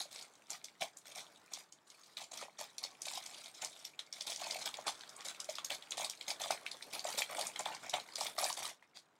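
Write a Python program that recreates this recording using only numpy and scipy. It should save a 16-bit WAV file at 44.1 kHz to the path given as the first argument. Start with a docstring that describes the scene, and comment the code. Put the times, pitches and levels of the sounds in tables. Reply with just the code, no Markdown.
"""Two hands pull apart a bundle of rolled glossy flyers on a wooden table, heard close up in a small room.
Creases snap as ringing ticks, larger panels buckle with a hollow pop, and the sheets crackle and slide:
many tiny ringing facets over uneven rubbing noise, first in single moves, then almost without pause.
Filtered noise and slips add soft touches, small stray ticks, table handling, one thud and quiet air."""
import sys
import numpy as np
from scipy import signal
from scipy.io import wavfile
from scipy.ndimage import uniform_filter1d

SR = 44100
rng = np.random.default_rng(int(sys.argv[2]) if len(sys.argv) > 2 else 0)


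def persist_wave(psi):
    """Save psi, clipped to +-1, as 16-bit WAV."""
    counts = np.round(np.clip(psi, -1, 1) * 32767).astype(np.int16)
    wavfile.write(sys.argv[1], SR, np.atleast_2d(counts).T)


N = 405279
TIME = np.arange(N) / SR


def amp(db):
    """Turns decibels into a gain."""
    return 10 ** (np.asarray(db) / 20)


def evened(x):
    """Scales a sound to an average (rms) strength of 1."""
    return x / np.sqrt(np.mean(x ** 2) + 1e-20)


def peaked(x, seconds):
    """Scales a sound so that its loudest stretch of this length has rms 1."""
    power = uniform_filter1d(x ** 2, max(int(seconds * SR), 1))
    return x / np.sqrt(power.max())


def read(points, hz):
    """Reads a spectrum table at these frequencies, with straight lines over log pitch."""
    table_hz, value = np.transpose(points)
    return np.interp(np.log(hz + 1), np.log(table_hz), value)


def follow(rows):
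    """Draws straight lines through a table of times and levels, giving a level for every sample."""
    start_s, level_db = np.transpose(rows)
    return np.interp(TIME, start_s, level_db)


def add(mix, start_s, sound):
    """Mixes a sound in at a given time."""
    part = mix[max(round(start_s * SR), 0):][:len(sound)]
    part += sound[:len(part)]


def ring(x, hz, width):
    """Lets a force ring one damped resonance; a wider one [Hz] dies away sooner."""
    hz = min(hz, SR / 2 - 1000)
    sharpness = hz / min(width, SR / np.pi)
    b, a = signal.iirpeak(hz, sharpness, SR)
    return signal.lfilter(b, a, x)


def colour(x, points, size=4096):
    """Filters to a given spectrum without sounding ahead of the input, so that attacks stay sharp."""
    hz = abs(np.fft.fftfreq(size, 1 / SR))
    log_gain = np.log(amp(read(points, hz)))
    # the phase that packs the filter's energy as early as possible
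    minimum_phase = np.exp(np.conj(signal.hilbert(log_gain)))
    taps = np.fft.ifft(minimum_phase).real[:size // 2]
    return signal.oaconvolve(x, taps)[:len(x)]


def hiss(lo_hz, hi_hz):
    """Makes smooth noise between two pitches."""
    band = [lo_hz, min(hi_hz, SR / 2 - 1)]
    sos = signal.butter(2, band, "band", fs=SR, output="sos")
    return evened(signal.sosfilt(sos, rng.standard_normal(N)))


def slips(per_s, spread_db):
    """Makes a random train of tiny slips, most weak and a few strong."""
    size = amp(spread_db * np.minimum(rng.exponential(1, N), np.pi))
    happens = rng.random(N) < per_s / SR
    return size * rng.choice([-1, 1], N) * happens


def burst(rise, linger=0.0014, linger_db=-20):
    """Force of a buckling: noisy slips swell and fade as the fold travels, then the sheet settles (times in s)."""
    t = np.arange(2 ** 10) / SR
    run = (t / rise * np.exp(1 - t / rise)) ** 2
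    settling = amp(linger_db) * np.exp(-t / linger) * (t > rise)
    return (run + settling) * rng.standard_normal(len(t))


def tick(hz, width_hz=1450, overtone_db=-6, overtone_width_hz=200, broad_db=-27):
    """One facet rings: its main resonance and four chance ones; higher facets are damped faster."""
    force = burst(rise=.0012)
    width = width_hz * (hz / 4000) ** 1.3  # width_hz holds at 4000 Hz
    main = ring(ring(force, hz, width), hz, width)
    others = sum(ring(force, hz * ratio, overtone_width_hz) for ratio in 2 ** rng.uniform(-1, 1.3, 4))
    return main + amp(overtone_db) * others + amp(broad_db) * force


def grains(lo_hz, hi_hz, train, count=192):
    """Every slip of the train rings one of many facets between these pitches."""
    facets = [evened(tick(hz)) for hz in np.geomspace(lo_hz, hi_hz, count)]
    which, out = rng.integers(0, count, N), np.zeros(N)
    for at in np.flatnonzero(train):
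        add(out, at / SR, train[at] * facets[which[at]])
    return evened(out)


def grip(depth_db=8.5, seconds=0.0092):
    """Sheets catch and let go, so the rubbing comes in short spurts."""
    size = max(int(seconds * SR), 1)
    wander = uniform_filter1d(uniform_filter1d(rng.standard_normal(N), size), size)
    return amp(depth_db * evened(wander))


def steadied(x, seconds=0.02, share=0.7):
    """Evens out chance clumps, so that a crackle keeps the strength of the pull behind it."""
    size = int(seconds * SR)
    power = uniform_filter1d(uniform_filter1d(evened(x) ** 2, size), size)
    return evened(x / (abs(power) + 1e-9) ** (share / 2))


def shifting(x, depth_db=4.0, patch_hz=430, patch_s=0.04):
    """The sheets bend as they move, so patches of pitch and time grow louder or softer at random."""
    hz, when, z = signal.stft(x, SR)
    field = rng.standard_normal(z.shape)
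    for axis, size in enumerate([patch_hz / hz[1], patch_s / when[1]]):
        field = uniform_filter1d(field, max(round(size), 1), axis)
    return evened(signal.istft(z * amp(depth_db * evened(field)), SR)[1][:N])


def air(level_db=-75):
    """Quiet, steady low hiss of the air."""
    return amp(level_db) * hiss(145, 1440)


def echo(table_db=-11, tail_db=-10, t60_s=0.14):
    """Quick reflections off the table and the sheets, then a short tail that falls 60 dB in t60_s."""
    t = np.arange(SR // 2) / SR
    near = rng.standard_normal(len(t)) * (t > .002) * (t < .012) * (rng.random(len(t)) < 1 / 20)
    tail = rng.standard_normal(len(t)) * (t > .008) * amp(-60 * t / t60_s)
    return amp(table_db) * near / np.linalg.norm(near) + amp(tail_db) * tail / np.linalg.norm(tail)


def room(x, count=8):
    """The sound comes from ever changing spots on the paper, each with its own reflections."""
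    block = 2 ** 10  # samples before a new spot is drawn
    spot = np.repeat(rng.integers(0, count, N // block + 1), block)[:N]
    out = x.copy()
    for k in range(count):
        share = uniform_filter1d(1. * (spot == k), 2 ** 7)  # soft change from spot to spot
        out += signal.oaconvolve(x * share, echo())[:N]
    return out


# how strongly each pitch comes through in the dull noise of hands and table
# columns: pitch_hz [Hz], level_db [dB, relative]
HANDLING_SPECTRUM = [(45, -32), (140, -4.5), (340, -4.5), (1200, -26)]


def handling(effort, level_db=-70.3, share=0.64):
    """Fingers and rolls bump and drag on the table in many dull slips, a little louder with effort."""
    drag = colour(slips(per_s=620, spread_db=2.5), HANDLING_SPECTRUM)
    return amp(level_db) * evened(effort ** share * drag)


# one roll bumps the table
# columns: start_s [s], level_db [dB, at its loudest]
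TABLE_BUMP = (0.818, -52)


def bump(ring_s=0.0044):
    """A roll lands on the table with a dull thud: fading noise in the table's colour."""
    start_s, level_db = TABLE_BUMP
    out, t = np.zeros(N), np.arange(SR // 4) / SR
    thud = colour(np.exp(-t / ring_s) * rng.standard_normal(len(t)), HANDLING_SPECTRUM)
    add(out, start_s, amp(level_db) * peaked(thud, ring_s))
    return out


# every pull swells quickly, eases a little while it lasts, and dies away
RISE_DB_PER_S, SAG_DB, RELEASE_DB_PER_S = 2597, 2, 432


def stroke(start, hold):
    """Start time and strength of one movement: rise, sagging hold, release (times in s)."""
    t = np.arange(-min(start, .05), hold + .4, 1 / SR)
    sag_db = SAG_DB * (t > 0) * np.minimum(t / (hold + 1 / SR), 1)
    release_db = RELEASE_DB_PER_S * np.maximum(t - hold, 0)
    return start + t[0], amp(RISE_DB_PER_S * np.minimum(t, 0) - sag_db - release_db)


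# a hand pulls at the paper; each sound it drives sets its own loudness on top
# columns: start_s [s], hold_s [s], crinkle_db [dB], flex_db [dB, bending of the roll relative to crinkle_db]
HAND_PULLS = [(0.0, 0.007, -35, -24.5), (0.113, 0.12, -50.5, -25), (0.499, 0.053, -47.5, -14.5),
              (0.812, 0.024, -39.5, -12), (1.057, 0.069, -53, -17), (1.154, 0.055, -46, -15.5),
              (1.521, 0.083, -51, -15), (1.87, 0.27, -62.5, -42), (2.175, 0.059, -47.5, -16.5),
              (2.317, 0.11, -48.5, -15.5), (2.412, 0.02, -48, -8), (2.59, 0.047, -45, -16),
              (2.831, 0.015, -45, -15.5), (3.055, 0.13, -44, -20), (3.222, 0.27, -51.5, -18.5),
              (3.539, 0.34, -55, -18), (3.623, 0.0061, -38, -13), (4.154, 0.24, -53.5, -16),
              (4.268, 0.054, -39.5, -18), (4.397, 0.24, -43.5, -16), (4.661, 0.0063, -35, -17),
              (4.872, 0.0098, -33.5, -14.5), (5.249, 0.055, -43, -18), (5.49, 0.026, -45, -15),
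              (5.703, 0.038, -40.5, -14.5), (5.973, 0.079, -41, -12), (6.282, 0.027, -39, -14.5),
              (6.401, 0.072, -43.5, -11.5), (6.507, 0.0033, -34, -6.5), (6.931, 0.032, -42.5, -8.5),
              (7.043, 0.11, -46, -12.5), (7.18, 0.023, -35, -15), (7.298, 0.18, -49, -4.5),
              (7.392, 0.023, -41, -12.5), (7.596, 0.01, -48.5, -1.5), (7.659, 0.083, -52.5, -2),
              (7.831, 0.035, -52.5, -2.5), (7.934, 0.039, -47, 0), (8.185, 0.09, -43, -12.5),
              (8.382, 0.11, -43, -7.5), (8.572, 0.12, -43.5, -12.5), (8.958, 0.0097, -45.5, -22.5)]
# fizz of gloss sliding on gloss
# columns: start_s [s], level_db [dB, relative to the crinkling]
GLOSS_SLIDE = [(2.85, -6), (4.7, -8), (6.4, -3.5), (7.4, 2), (7.8, -10), (8.5, 6.5), (8.95, -16)]
# faint rustle of the paper held between pulls, before each sound's own loudness
# columns: start_s [s], level_db [dB]
HELD_PAPER = [(0.0, -63.5), (0.3, -69.5), (0.95, -72.5), (1.28, -65.5), (1.8, -77), (2.9, -66.5),
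              (4.08, -71.5), (4.75, -57), (4.98, -61.5), (5.87, -64), (6.6, -61.5), (8.66, -60.5),
              (8.79, -81.5)]


def hands(idle_flex_db=-15):
    """Strength of crinkling, flexing, sliding and idle touch: the pulls add to the rustle of held paper."""
    # powers add up here; the square root at the end turns them back into strengths
    idle = amp(follow(HELD_PAPER)) ** 2
    pull, flex = np.zeros((2, N))
    for start_s, hold_s, crinkle_db, flex_db in HAND_PULLS:
        start, shape = stroke(start_s, hold_s)
        add(pull, start, (amp(crinkle_db) * shape) ** 2)
        add(flex, start, (amp(crinkle_db + flex_db) * shape) ** 2)
    crinkle = pull + idle
    flex = flex + amp(idle_flex_db) ** 2 * idle
    slide = amp(follow(GLOSS_SLIDE)) ** 2 * crinkle
    return np.sqrt([crinkle, flex, slide, idle])


def brush(idle, level_db=-1.0):
    """Fingertips brush over the held paper in soft, uneven touches."""
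    touches = hiss(376, 1690) * grip(depth_db=2.5, seconds=0.024)
    return amp(level_db) * idle * shifting(touches)


# how strongly the paper gives off each pitch; also colours the crackle, pops and snaps below
# columns: pitch_hz [Hz], level_db [dB, relative]
SHEET_SPECTRUM = [(200, -35.5), (620, 9), (1650, -5), (2300, 4.5), (2750, -4.5), (3450, 1), (5600, -4.5),
                  (8800, 0), (11000, -4.5), (15500, -10.5)]


def strays(level_db=-3, per_s=22):
    """Held paper gives off small single ticks at many pitches."""
    ticks = grains(1800, 7000, slips(per_s, spread_db=2))
    return amp(level_db + follow(HELD_PAPER)) * evened(colour(ticks, SHEET_SPECTRUM))


def crackle(lo_hz, hi_hz, train, rub_db, uneven_db=4):
    """Small facets tick at every slip with varied pitch and strength, over the uneven rub of sheet on sheet."""
    ticks = grains(lo_hz, hi_hz, train * amp(uneven_db * rng.standard_normal(N)))
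    rub = amp(rub_db) * evened(hiss(lo_hz, hi_hz) * grip())
    return steadied(shifting(colour(ticks + rub, SHEET_SPECTRUM)))


def rustle(effort, flex, slide, fine_db=-3.5, coarse_db=0.5, flex_db=5.0, slide_db=-7.5, flex_share=0.76):
    """Crinkling, the fizz of sliding gloss and the hollow flexing of the rolls, all driven by the hands."""
    low_hz, split_hz, middle_hz, high_hz = 1450, 3200, 7200, 16000
    train = slips(per_s=520, spread_db=4.5)
    fine = effort * crackle(split_hz, middle_hz, train, rub_db=7)
    fizz = slide * crackle(middle_hz, high_hz, train, rub_db=-32.0)
    # wide facets only crinkle strongly when the roll bends as well
    bending = effort ** (1 - flex_share) * flex ** flex_share
    coarse = bending * crackle(low_hz, split_hz, train, rub_db=3.5)
    # large panels knock at changing pitches, heard through the hollow of the rolls
    knocks = grains(414, low_hz, slips(per_s=200, spread_db=7.0))
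    hollow = flex * steadied(shifting(colour(ring(knocks, hz=840, width=560), SHEET_SPECTRUM)))
    return amp(fine_db) * fine + amp(coarse_db) * coarse + amp(slide_db) * fizz + amp(flex_db) * hollow


# a larger panel of a roll buckles
# columns: start_s [s], level_db [dB, peak before the lift all pops share], pitch_hz [Hz]
PANEL_POPS = [(0.053, -56.5, 640), (0.821, -41, 760), (2.214, -53, 770), (2.482, -53.5, 686),
              (2.61, -47, 750), (3.067, -49, 800), (3.174, -45.5, 830), (3.634, -50.5, 740),
              (4.415, -45, 766), (4.466, -41.5, 830), (4.555, -42, 700), (4.785, -45, 704),
              (4.865, -41, 900), (4.878, -38.5, 1140), (5.488, -40.5, 640), (5.583, -44.5, 1130),
              (6.312, -44, 930), (6.416, -44.5, 775), (6.458, -44.5, 890), (6.523, -43.5, 700),
              (7.05, -37, 640), (7.085, -42, 795), (7.382, -38, 766), (7.659, -36.5, 850), (7.94, -36, 714),
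              (8.21, -39, 770), (8.386, -43, 1180), (8.432, -37.5, 804), (8.501, -41.5, 960)]


def pops(lift_db=2.5, width_hz=260, shudder_db=-13, shudder_s=0.0086):
    """A panel flips over, rings the hollow of its roll for a few cycles and shudders to rest."""
    out, t = np.zeros(N), np.arange(SR // 10) / SR
    for start_s, level_db, pitch_hz in PANEL_POPS:
        flip = burst(rise=0.0015, linger_db=-36)
        shudder = np.exp(-t / shudder_s) * rng.standard_normal(len(t))
        for force, part_db in (flip, 0), (shudder, shudder_db):
            hollow = ring(ring(force, pitch_hz, width_hz), pitch_hz, pitch_hz)
            panel = peaked(colour(hollow, SHEET_SPECTRUM), 180 / SR)
            add(out, start_s, amp(level_db + lift_db + part_db) * panel)
    return out


def fold(hz, db):
    """One facet's tick in the colour of the paper, set to a peak level."""
    return amp(db) * peaked(colour(tick(hz), SHEET_SPECTRUM), 66 / SR)


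# a crease snaps through
# columns: start_s [s], level_db [dB, peak of the main tick], pitch_hz [Hz, of the facet]
CREASE_SNAPS = [(0.16, -43, 4700), (0.212, -46.5, 4800), (0.354, -58, 5430), (0.504, -34.5, 6130),
                (0.644, -39, 5670), (0.684, -52.5, 3400), (0.82, -35, 2700), (0.971, -44, 7500),
                (1.536, -34.5, 5600), (1.724, -48.5, 6000), (1.902, -49.5, 5600), (2.035, -55.5, 4700),
                (2.17, -37.5, 3600), (2.375, -42.5, 6140), (2.782, -36.5, 5000), (2.838, -33.5, 4900),
                (3.019, -35.5, 6250), (3.084, -38, 4000), (3.136, -39.5, 5560), (3.174, -42, 5300),
                (3.262, -41, 5740), (3.459, -45, 3900), (3.647, -32.5, 5570), (3.851, -38.5, 5330),
                (3.992, -35, 3660), (4.127, -36.5, 5080), (4.209, -34, 5180), (4.32, -38, 3640),
                (4.361, -36.5, 5440), (4.51, -31, 4830), (4.658, -35, 5140), (4.741, -37, 3460),
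                (4.88, -32.5, 3860), (5.009, -45, 4000), (5.093, -46.5, 5830), (5.165, -48.5, 7900),
                (5.207, -45, 5200), (5.347, -47, 2460), (5.402, -35, 5650), (5.444, -43.5, 6000),
                (5.497, -39, 5600), (5.554, -38, 4950), (5.584, -36.5, 3220), (5.647, -32.5, 5760),
                (5.704, -33, 3040), (5.824, -44, 3620), (5.908, -36, 6250), (5.92, -33.5, 3600),
                (6.046, -32, 4460), (6.098, -34, 6000), (6.211, -38, 3610), (6.304, -33.5, 4800),
                (6.417, -35.5, 5900), (6.508, -32.5, 5500), (6.664, -34, 2680), (6.715, -37.5, 4550),
                (6.825, -40, 4060), (6.994, -35, 4630), (7.089, -37.5, 5530), (7.186, -33.5, 4800),
                (7.22, -28.5, 2900), (7.412, -35, 3900), (7.469, -33, 6860), (7.56, -36, 3200),
                (7.593, -32.5, 6700), (7.657, -34, 3440), (7.749, -41.5, 5100), (7.896, -35.5, 5800),
                (7.939, -29, 3000), (7.999, -40, 4160), (8.157, -32.5, 4900), (8.209, -31.5, 5140),
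                (8.267, -33.5, 3400), (8.387, -30.5, 5100), (8.433, -39, 6940), (8.442, -28.5, 5150),
                (8.5, -35, 4570), (8.527, -34, 6100), (8.653, -36.5, 4400), (8.825, -55, 1880)]


def snaps(lead_db=-11, lead_s=0.0015, after_db=-13, after_s=0.016,
          settle_db=-16, settle_width_hz=6000, count=3):
    """A crease starts to give, snaps, sets off weaker ticks in its neighbours and settles around its pitch."""
    out, t = np.zeros(N), np.arange(SR // 10) / SR
    for start_s, level_db, pitch_hz in CREASE_SNAPS:
        # half a millisecond early, as the tick takes a moment to swell
        add(out, start_s - .0005, fold(pitch_hz, level_db))
        # the other ticks lie up to half an octave higher or lower
        early, octave = rng.random(2)
        add(out, start_s - lead_s * (1 + early), fold(pitch_hz * 2 ** (octave - .5), level_db + lead_db))
        for delay, octave in rng.random((count, 2)):
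            add(out, start_s + after_s * delay, fold(pitch_hz * 2 ** (octave - .5), level_db + after_db))
        # the facet rustles briefly after the snap
        settle = ring(rng.standard_normal(len(t)), pitch_hz, settle_width_hz)
        settle = evened(colour(ring(settle, pitch_hz, settle_width_hz), SHEET_SPECTRUM))
        add(out, start_s, amp(level_db + settle_db - RELEASE_DB_PER_S * t) * settle)
    return out


def scene():
    """The paper in the room, with the table and the quiet air added directly."""
    effort, flex, slide, idle = hands()
    paper = snaps() + pops() + strays() + rustle(effort, flex, slide) + brush(idle)
    table = handling(np.hypot(flex, idle / 2)) + bump()
    return (room(paper) + table + air())[None]


def record(dry, edge_hz=15900):
    """Cuts off everything above the highest pitch that gets through."""
    taps = signal.firwin(401, edge_hz, window=("kaiser", 8), fs=SR)
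    return signal.oaconvolve(dry, taps[None], "same")


dry = scene()
out = record(dry)
persist_wave(out)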